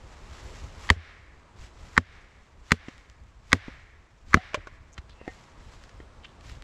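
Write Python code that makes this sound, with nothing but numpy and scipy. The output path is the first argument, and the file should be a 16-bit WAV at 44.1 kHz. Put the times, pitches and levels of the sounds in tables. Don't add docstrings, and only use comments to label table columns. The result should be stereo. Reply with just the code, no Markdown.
import sys
import numpy as np
from scipy import signal
from scipy.fft import rfft, irfft, next_fast_len
from scipy.io import wavfile
from scipy.ndimage import uniform_filter1d, minimum_filter1d

SR = 44100
rng = np.random.default_rng(int(sys.argv[2]) if len(sys.argv) > 2 else 0)


def master_out(mix):
    frames = np.transpose(np.atleast_2d(mix))
    ceiling = np.clip(frames, -1, 1)
    pcm = np.round(ceiling * 32767).astype(np.int16)
    wavfile.write(sys.argv[1], SR, pcm)


N = 292779

# peak t/s, swell/s, fade/s, rustle level/dB, low bump level/dB
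BODY_SHIFTS = [(.08, .1, 0.048, -71, -50.5), (0.519, 0.26, 0.17, -61, -43.5),
               (.83, 0.051, 0.062, -58.5, -48), (1.63, 0.039, 0.046, -64, -52),
               (1.85, 0.069, 0.16, -65.5, -51.5), (2.411, 0.095, 0.051, -75, -76),
               (2.93, 0.074, 0.12, -72, -74), (5.33, 0.065, 0.12, -66.5, -57), (5.72, 0.14, 0.15, -67, -54),
               (6, 0.043, 0.036, -81, -47.5), (6.49, 0.048, 0.061, -63, -45)]
SWING_S, SWING_RUSTLE_DB = 0.044, -62
PUSH_S, PUSH_DB = 0.11, -51.5
REST_RUSTLE_DB, REST_RUMBLE_DB = -79, -55.5
# t/s, level/dB
AIR_ENVELOPE = [(0, -55.5), (.55, -53), (.87, -53), (1.1, -63), (1.85, -56.5), (2.3, -62.5), (4.2, -65),
                (4.9, -62.5), (5.35, -57.5), (6.64, -57)]
# f/Hz, level per Hz/dB
RUSTLE_SPECTRUM = [(200, -13.5), (900, 4), (2000, 5), (4000, 0.5), (7700, -1.5), (8300, -12.5),
                   (12000, -22.5), (16000, -44.5)]
AIR_SPECTRUM = [(60, 5.5), (160, 4.5), (350, 3), (1100, 1), (2000, -7), (3500, -13), (8000, -20),
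                (16000, -58)]
RUMBLE_SPECTRUM = [(15, -5.5), (35, 4), (65, 2.5), (100, -4.5), (160, -14.5), (300, -23), (1000, -61.5)]
CRACK_SPECTRUM = [(200, 1.5), (700, -6.5), (1500, 10), (4000, 0), (7400, -5), (8600, -14.5), (12000, -21.5),
                  (16000, -41)]
# f/Hz, phase by which left lags right/rad, left minus right level/dB
PORT_RESPONSE = [(100, .08, -1), (1000, 0.27, 1.3), (2000, 0.57, 2.34), (4150, 0.7, 2.5), (7000, 0.93, -5),
                 (11900, 1.2, -2.5)]
# t/s, level/dB, t60/s
SNAP_EVENTS = [(0.311, -44, 0.0089), (2.7207, -2, 0.0045), (2.98, -41, .006), (3.099, -43, 0.0055),
               (3.237, -50, 0.0041), (3.5301, 1.5, 0.0077), (5.095, -47, 0.029), (5.723, -50, .008),
               (5.838, -40, 0.014), (5.893, -47, 0.021), (6.243, -45, 0.012), (6.409, -44, 0.014),
               (6.497, -35, 0.0062), (6.623, -32, 0.0019)]
# t/s, length/s, level/dB, centre f/Hz, width/Hz
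SCRAPE_STROKES = [(.41, 0.21, -54, 393, 259), (4.92, 0.029, -55, 6420, 1400),
                  (5.082, 0.061, -60, 3650, 1520), (5.096, 0.26, -63.5, 2663, 257),
                  (5.118, 0.27, -64, 1960, 259), (6.001, 0.01, -60, 1880, 400),
                  (6.002, .05, -66.5, 3200, 396), (6.229, 0.041, -48.5, 2930, 880),
                  (6.26, 0.055, -65, 3330, 890), (6.458, 0.095, -57, 2960, 2500)]
# t/s, blow level/dB, billet f/Hz, ring t60/s, low, middle and upper mode levels/dB,
# crack level/dB, crack t60/s, echo level/dB
AXE_BLOWS = [(0.9012, 16.5, 1815, 0.012, 4, -11.5, 2.5, 6.5, 0.014, 8),
             (1.977, 15.5, 1825, 0.014, 3, -0.5, -4.5, -1.5, 0.018, 4.5),
             (2.7180, 14, 1900, 0.0093, 0, 1, -11, 0.5, 0.018, 3.5),
             (3.5290, 12, 1947, 0.015, -1, -2.5, 2.5, 2.5, 0.013, 8),
             (4.342, 7.5, 2045, 0.017, 6.5, 4, -8.5, 0, 0.014, 8)]
# frequency ratio, level/dB, share of the ring t60
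BILLET_MODES = [(.53, -9, .8), (.63, -7.5, 0.93), (.72, -7, 0.88), (.82, -5, 0.89), (1, -1, .88),
                (1.14, -7, 0.88), (1.31, -14.5, 0.923), (1.78, -15.5, .7), (2.07, -14, 0.5),
                (2.55, -14, .5), (3.3, -23, 0.49)]
# t/s, level/dB, f/Hz, t60/s, overtone level/dB, crunch level/dB
LANDINGS = [(0.9055, 2.5, 82.4, 0.074, -9, -13.5), (0.964, -23.5, 80.7, 0.19, -20, -49),
            (1.978, -9, 89.6, 0.11, 3.5, -16.5), (2.719, -14.5, 84.7, 0.11, 6.5, -19),
            (3.5311, -11.5, 94.6, 0.12, 1, -14), (4.3444, -8, 89, 0.091, 1, -15),
            (4.573, -31.5, 94.8, 0.075, -20, -37.5), (4.985, -25, 67, 0.063, -26, -68)]
# frequency ratio, level/dB, share of the t60
BLOCK_MODES = [(1, -0.5, 0.96), (2.05, 1, 0.39), (2.7, -1, 0.54), (3.8, -6, 0.36), (5.2, 0.5, 0.21)]
# f/Hz, level/dB, t60/s
TREE_BANDS = [(350, -17, 1.2), (697, -12.5, 1.1), (1240, -10.5, 1.3), (1900, -4, 1.16), (3180, -14.5, 0.84),
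              (4690, -22.5, 0.95), (6020, -36, 1.6)]
# t/s, thud level/dB, thud f/Hz, stick level/dB, brightest f/Hz, fall-off/(dB per octave),
# stick frequency factor, axe level/dB, tick level/dB
KNOCK_EVENTS = [(2.884, -24.5, 264, -39.5, 1560, 4, .9, -57, -43),
                (3.682, -24, 254.5, -36.5, 1173, 5.5, .9, -83.5, -53),
                (4.371, -8.5, 192.6, -18.5, 900, 7, 1.26, -44, -46),
                (4.544, -17.5, 450, -14, 1255, 6, 1.012, -69, -23.5),
                (4.671, -33.5, 405, -25, 1370, 15.5, 1.05, -75.5, -43.5),
                (4.9789, -43.5, 390, -26.5, 2150, 15, 1.34, -73.5, -38.5),
                (5.214, -30, 470, -50.5, 580, 7.5, 1.6, -62.5, -63),
                (5.278, -20.5, 313, -28, 716, 16, 0.81, -42, -45),
                (6.002, -31.5, 354, -41, 1970, 14, 1.34, -64.5, -61),
                (6.248, -71.5, 300, -33, 2700, 19, 1, -75.5, -45)]
# f/Hz, level/dB, t60/s
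STICK_MODES = [(541.6, -6.5, 0.06), (589.6, -4.5, 0.09), (1028, -1, 0.022), (1101.7, -3.5, 0.02),
               (1392, -8, 0.029), (1596, -7.5, 0.026), (2326, -4, 0.025), (2740, -14, 0.037),
               (3050, -10, 0.05), (3548, -12.5, 0.041), (4870, -38, 0.019)]
# f/Hz, level/dB, t60/s
AXE_MODES = [(540, -7, 0.11), (755, 7.5, 0.07), (1850, 3, 0.12), (1917, -0.5, .05), (2060, 1, 0.11),
             (2710, -17.5, 0.062)]
CUTOFF_HZ = 16200


def from_db(db):
    return 10 ** (np.asarray(db) / 20)


def rms_one(x):
    return x / np.sqrt(np.mean(x ** 2) + 1e-20)


def ages():
    return np.arange(SR // 2) / SR


def fade(t60):
    return 1000.0 ** (-ages() / t60)


def ring(hz, t60):
    return np.sin(2 * np.pi * hz * ages()) * fade(t60)


def add(track, s, sound):
    start = int(round(s * SR))
    track[start:start + len(sound)] += sound[:N - start]


def band_pass(x, low_hz, high_hz):
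    band = [low_hz, min(high_hz, .45 * SR)]
    return signal.sosfilt(signal.butter(2, band, "band", fs=SR, output="sos"), x)


def noise(spectrum, size=N):
    hz, db = np.transpose(spectrum)
    freqs = np.maximum(np.fft.rfftfreq(size, 1 / SR), 1)
    weight = from_db(np.interp(np.log(freqs), np.log(hz), db))
    white = rng.standard_normal(size)
    return rms_one(irfft(rfft(white) * weight, size))


def drift(rate):
    return np.interp(np.arange(N) / SR * rate, np.arange(N // 10), rng.standard_normal(N // 10))


def burst(t60):
    return noise(CRACK_SPECTRUM, size=SR // 2) * fade(t60)


def at_ports(x):
    hz, lag, tilt_db = np.transpose(PORT_RESPONSE)
    size = next_fast_len(N + SR // 10)
    freqs = np.fft.rfftfreq(size, 1 / SR)
    gain = from_db(np.interp(freqs, hz, tilt_db) / 2)
    left = gain * np.exp(-.5j * np.interp(freqs, hz, lag))
    return irfft(rfft(x, size) * np.array([left, 1 / left]), size)[:, :N]


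def spread(spectrum, width):
    common = at_ports(noise(spectrum))
    return common + width * noise(spectrum) * np.array([[1], [-1]])


def swell_at(s, rise_s, fall_s):
    t = np.arange(N) / SR - s
    return np.exp(-.5 * (t / np.where(t < 0, rise_s, fall_s)) ** 2)


def movement(stop_s=.01):
    rustle_power = from_db(REST_RUSTLE_DB) ** 2
    rumble_power = from_db(REST_RUMBLE_DB) ** 2
    for s, rise_s, fall_s, rustle_db, bump_db in BODY_SHIFTS:
        shape = swell_at(s, rise_s, fall_s)
        rustle_power = rustle_power + (from_db(rustle_db) * shape) ** 2
        rumble_power = rumble_power + (from_db(bump_db) * shape) ** 2
    for s, *_ in AXE_BLOWS:
        sleeve = swell_at(s, SWING_S, stop_s)
        push = swell_at(s, PUSH_S, stop_s)
        rustle_power = rustle_power + (from_db(SWING_RUSTLE_DB) * sleeve) ** 2
        rumble_power = rumble_power + (from_db(PUSH_DB) * push) ** 2
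    return np.sqrt(rustle_power), np.sqrt(rumble_power)


def surroundings(rustle_db=7, air_db=1, rumble_db=1, grain_db=2.5, flutter_db=2.0, lump_db=4.0,
                 crackles_per_s=60, crackle_db=-10, sheen_db=-15, sheen_hz=10000):
    moving, low = movement()
    still = np.interp(np.arange(N) / SR, *np.transpose(AIR_ENVELOPE))
    grain = from_db(grain_db * drift(900) + flutter_db * drift(45))
    cloth = grain * spread(RUSTLE_SPECTRUM, width=.5)
    creases = rng.standard_normal(N) * (rng.random(N) < crackles_per_s / SR)
    crackle = at_ports(rms_one(signal.fftconvolve(creases, burst(.008))[:N]))
    rustle = moving * from_db(rustle_db) * (cloth + from_db(crackle_db) * crackle)
    treble = band_pass(rng.standard_normal(N), sheen_hz / 1.2, sheen_hz * 1.2)
    sheen = at_ports(rms_one(treble))
    sheen_level = moving * np.sqrt(moving / moving.max())
    rustle = rustle + sheen_level * from_db(sheen_db + flutter_db * drift(45)) * sheen
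    air = from_db(still + air_db) * spread(AIR_SPECTRUM, width=0.25)
    rumble = low * from_db(rumble_db + lump_db * drift(22)) * spread(RUMBLE_SPECTRUM, width=0.26)
    return (rustle + air + rumble) * from_db([[1.1], [-1.1]])


def snaps(low_hz=1400, high_hz=9000):
    out = np.zeros(N)
    for s, db, t60 in SNAP_EVENTS:
        add(out, s, from_db(db) * burst(t60))
    return band_pass(out, low_hz, high_hz)


def scrapes(slips_per_s=900):
    out = np.zeros(N)
    for s, length, db, hz, width in SCRAPE_STROKES:
        slips = rng.standard_normal(SR // 2) * (rng.random(SR // 2) < slips_per_s / SR)
        edge_ratio = 1 + width / hz / 2
        rub = rms_one(band_pass(slips + 1e-18, hz / edge_ratio, hz * edge_ratio))
        stroke = np.sin(np.pi * np.minimum(ages() / length, 1))
        add(out, s, from_db(db) * rub * stroke)
    return out


def lead_in(x, rasp_db=-29, rasp_low_hz=600, rasp_high_hz=1200, low_hz=700, high_hz=5000):
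    lead_s, tick_db, rise_s = .0105, -19, .008
    swell = band_pass(rng.standard_normal(SR // 2), rasp_low_hz, rasp_high_hz) * np.exp(-ages() / rise_s)
    swell *= from_db(rasp_db) / np.sqrt(np.sum(swell ** 2))
    add(swell, lead_s, from_db([tick_db]))
    ahead = signal.fftconvolve(band_pass(x, low_hz, high_hz), swell[None, ::-1], axes=1)
    return x + ahead[:, -N:]


def chops(splinter_db=-33, splinter_t60=0.13, bite_s=0.00095, low_hz=750, high_hz=7000):
    out = np.zeros(N)
    bite = 1 - np.exp(-ages() / bite_s)
    for s, db, hz, t60, low_db, middle_db, upper_db, crack_db, crack_t60, echo_db in AXE_BLOWS:
        billet = 0
        for k, (ratio, level_db, share) in enumerate(BILLET_MODES):
            drive_db = np.interp(ratio, [.55, .79, 1, 1.8], [low_db, middle_db, 0, upper_db])
            mode = ring(hz * ratio, t60 * share)
            billet = billet + (-1) ** k * from_db(level_db + drive_db) * mode
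        billet = band_pass(billet, low_hz, high_hz)
        crack = burst(crack_t60) + from_db(splinter_db) * burst(splinter_t60)
        blow = from_db(db) * billet + from_db(crack_db) * crack
        add(out, s, blow * bite)
    return out


def thuds(low_hz=52, high_hz=520, crunch_t60=0.075):
    out = np.zeros(N)
    for s, db, hz, t60, overtones_db, crunch_db in LANDINGS:
        block = 0
        for k, (ratio, level_db, share) in enumerate(BLOCK_MODES):
            mode_db = level_db + overtones_db * (k > 0)
            block = block + from_db(mode_db) * ring(hz * ratio, t60 * share)
        crunch = rms_one(band_pass(rng.standard_normal(SR // 2), 210, 940)) * fade(crunch_t60)
        add(out, s, from_db(db) * block + from_db(crunch_db) * crunch)
    return band_pass(out, low_hz, high_hz)


def nearby(x, scatter_db=-19, t60=0.018):
    scatter = rng.standard_normal((2, SR // 2)) * fade(t60)
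    scatter *= from_db(scatter_db) / np.sqrt(np.sum(scatter ** 2, axis=1, keepdims=True))
    return signal.fftconvolve(scatter, x[None], axes=1)[:, :N]


def woodland(light, build_s=0.06, width=.5, patchy_db=1.0, band_ratio=1.222, light_db=-16):
    sent = from_db(light_db) * light
    for s, *_, echo_db in AXE_BLOWS:
        add(sent, s, from_db([echo_db]))
    t = np.arange(N) / SR
    echo = np.zeros((2, N))
    for hz, db, t60 in TREE_BANDS:
        band = band_pass(rng.standard_normal((2, N)), hz / band_ratio, hz * band_ratio)
        decay = np.exp(-np.log(1000) * t / t60)
        shape = (1 - np.exp(-t / build_s)) * decay * from_db(patchy_db * drift(24))
        echo += from_db(db) * band * shape / np.sqrt(np.sum(shape ** 2))
    mid, side = signal.fftconvolve(echo, sent[None], axes=1)[:, :N]
    return at_ports(mid) + width * side * np.array([[1], [-1]])


def knocks(thud_cycles=5.18, tick_t60=0.045, tick_low_hz=500, tick_high_hz=7500):
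    out = np.zeros(N)
    axe = sum(from_db(db) * ring(hz, t60) for hz, db, t60 in AXE_MODES)
    for s, thud_db, thud_hz, stick_db, bright_hz, fall_db, pitch, axe_db, tick_db in KNOCK_EVENTS:
        stick = 0
        for k, (hz, db, t60) in enumerate(STICK_MODES):
            octaves_away = abs(np.log2(hz * pitch / bright_hz))
            mode_db = db - fall_db * octaves_away
            stick = stick + (-1) ** k * from_db(mode_db) * ring(hz * pitch, t60)
        thud = ring(thud_hz, thud_cycles / thud_hz)
        tick = band_pass(burst(tick_t60), tick_low_hz, tick_high_hz)
        knock = from_db(stick_db) * stick - from_db(thud_db) * thud
        knock = knock + from_db(axe_db) * axe + from_db(tick_db) * tick
        add(out, s, knock)
    return out


def scene():
    light = knocks() + scrapes()
    wood = chops() + thuds() + snaps() + light
    return at_ports(wood) + nearby(wood) + woodland(light) + surroundings()


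def limiter(x, ceiling_db=1.5, release_db_per_s=65, ahead_s=0.0017):
    peak_db = 20 * np.log10(np.abs(x).max(axis=0) + 1e-9)
    over = np.maximum(peak_db - ceiling_db, 0)
    ramp = release_db_per_s * np.arange(N) / SR
    cut = np.maximum.accumulate(over + ramp) - ramp
    reach = 2 * int(ahead_s * SR) + 1
    gain_db = uniform_filter1d(minimum_filter1d(-cut, reach), reach)
    return x * from_db(gain_db)


def record(dry):
    clipped = np.clip(lead_in(limiter(dry)), -1, 1)
    return signal.sosfilt(signal.cheby2(14, 60, CUTOFF_HZ, fs=SR, output="sos"), clipped)


dry = scene()
out = record(dry)
master_out(out)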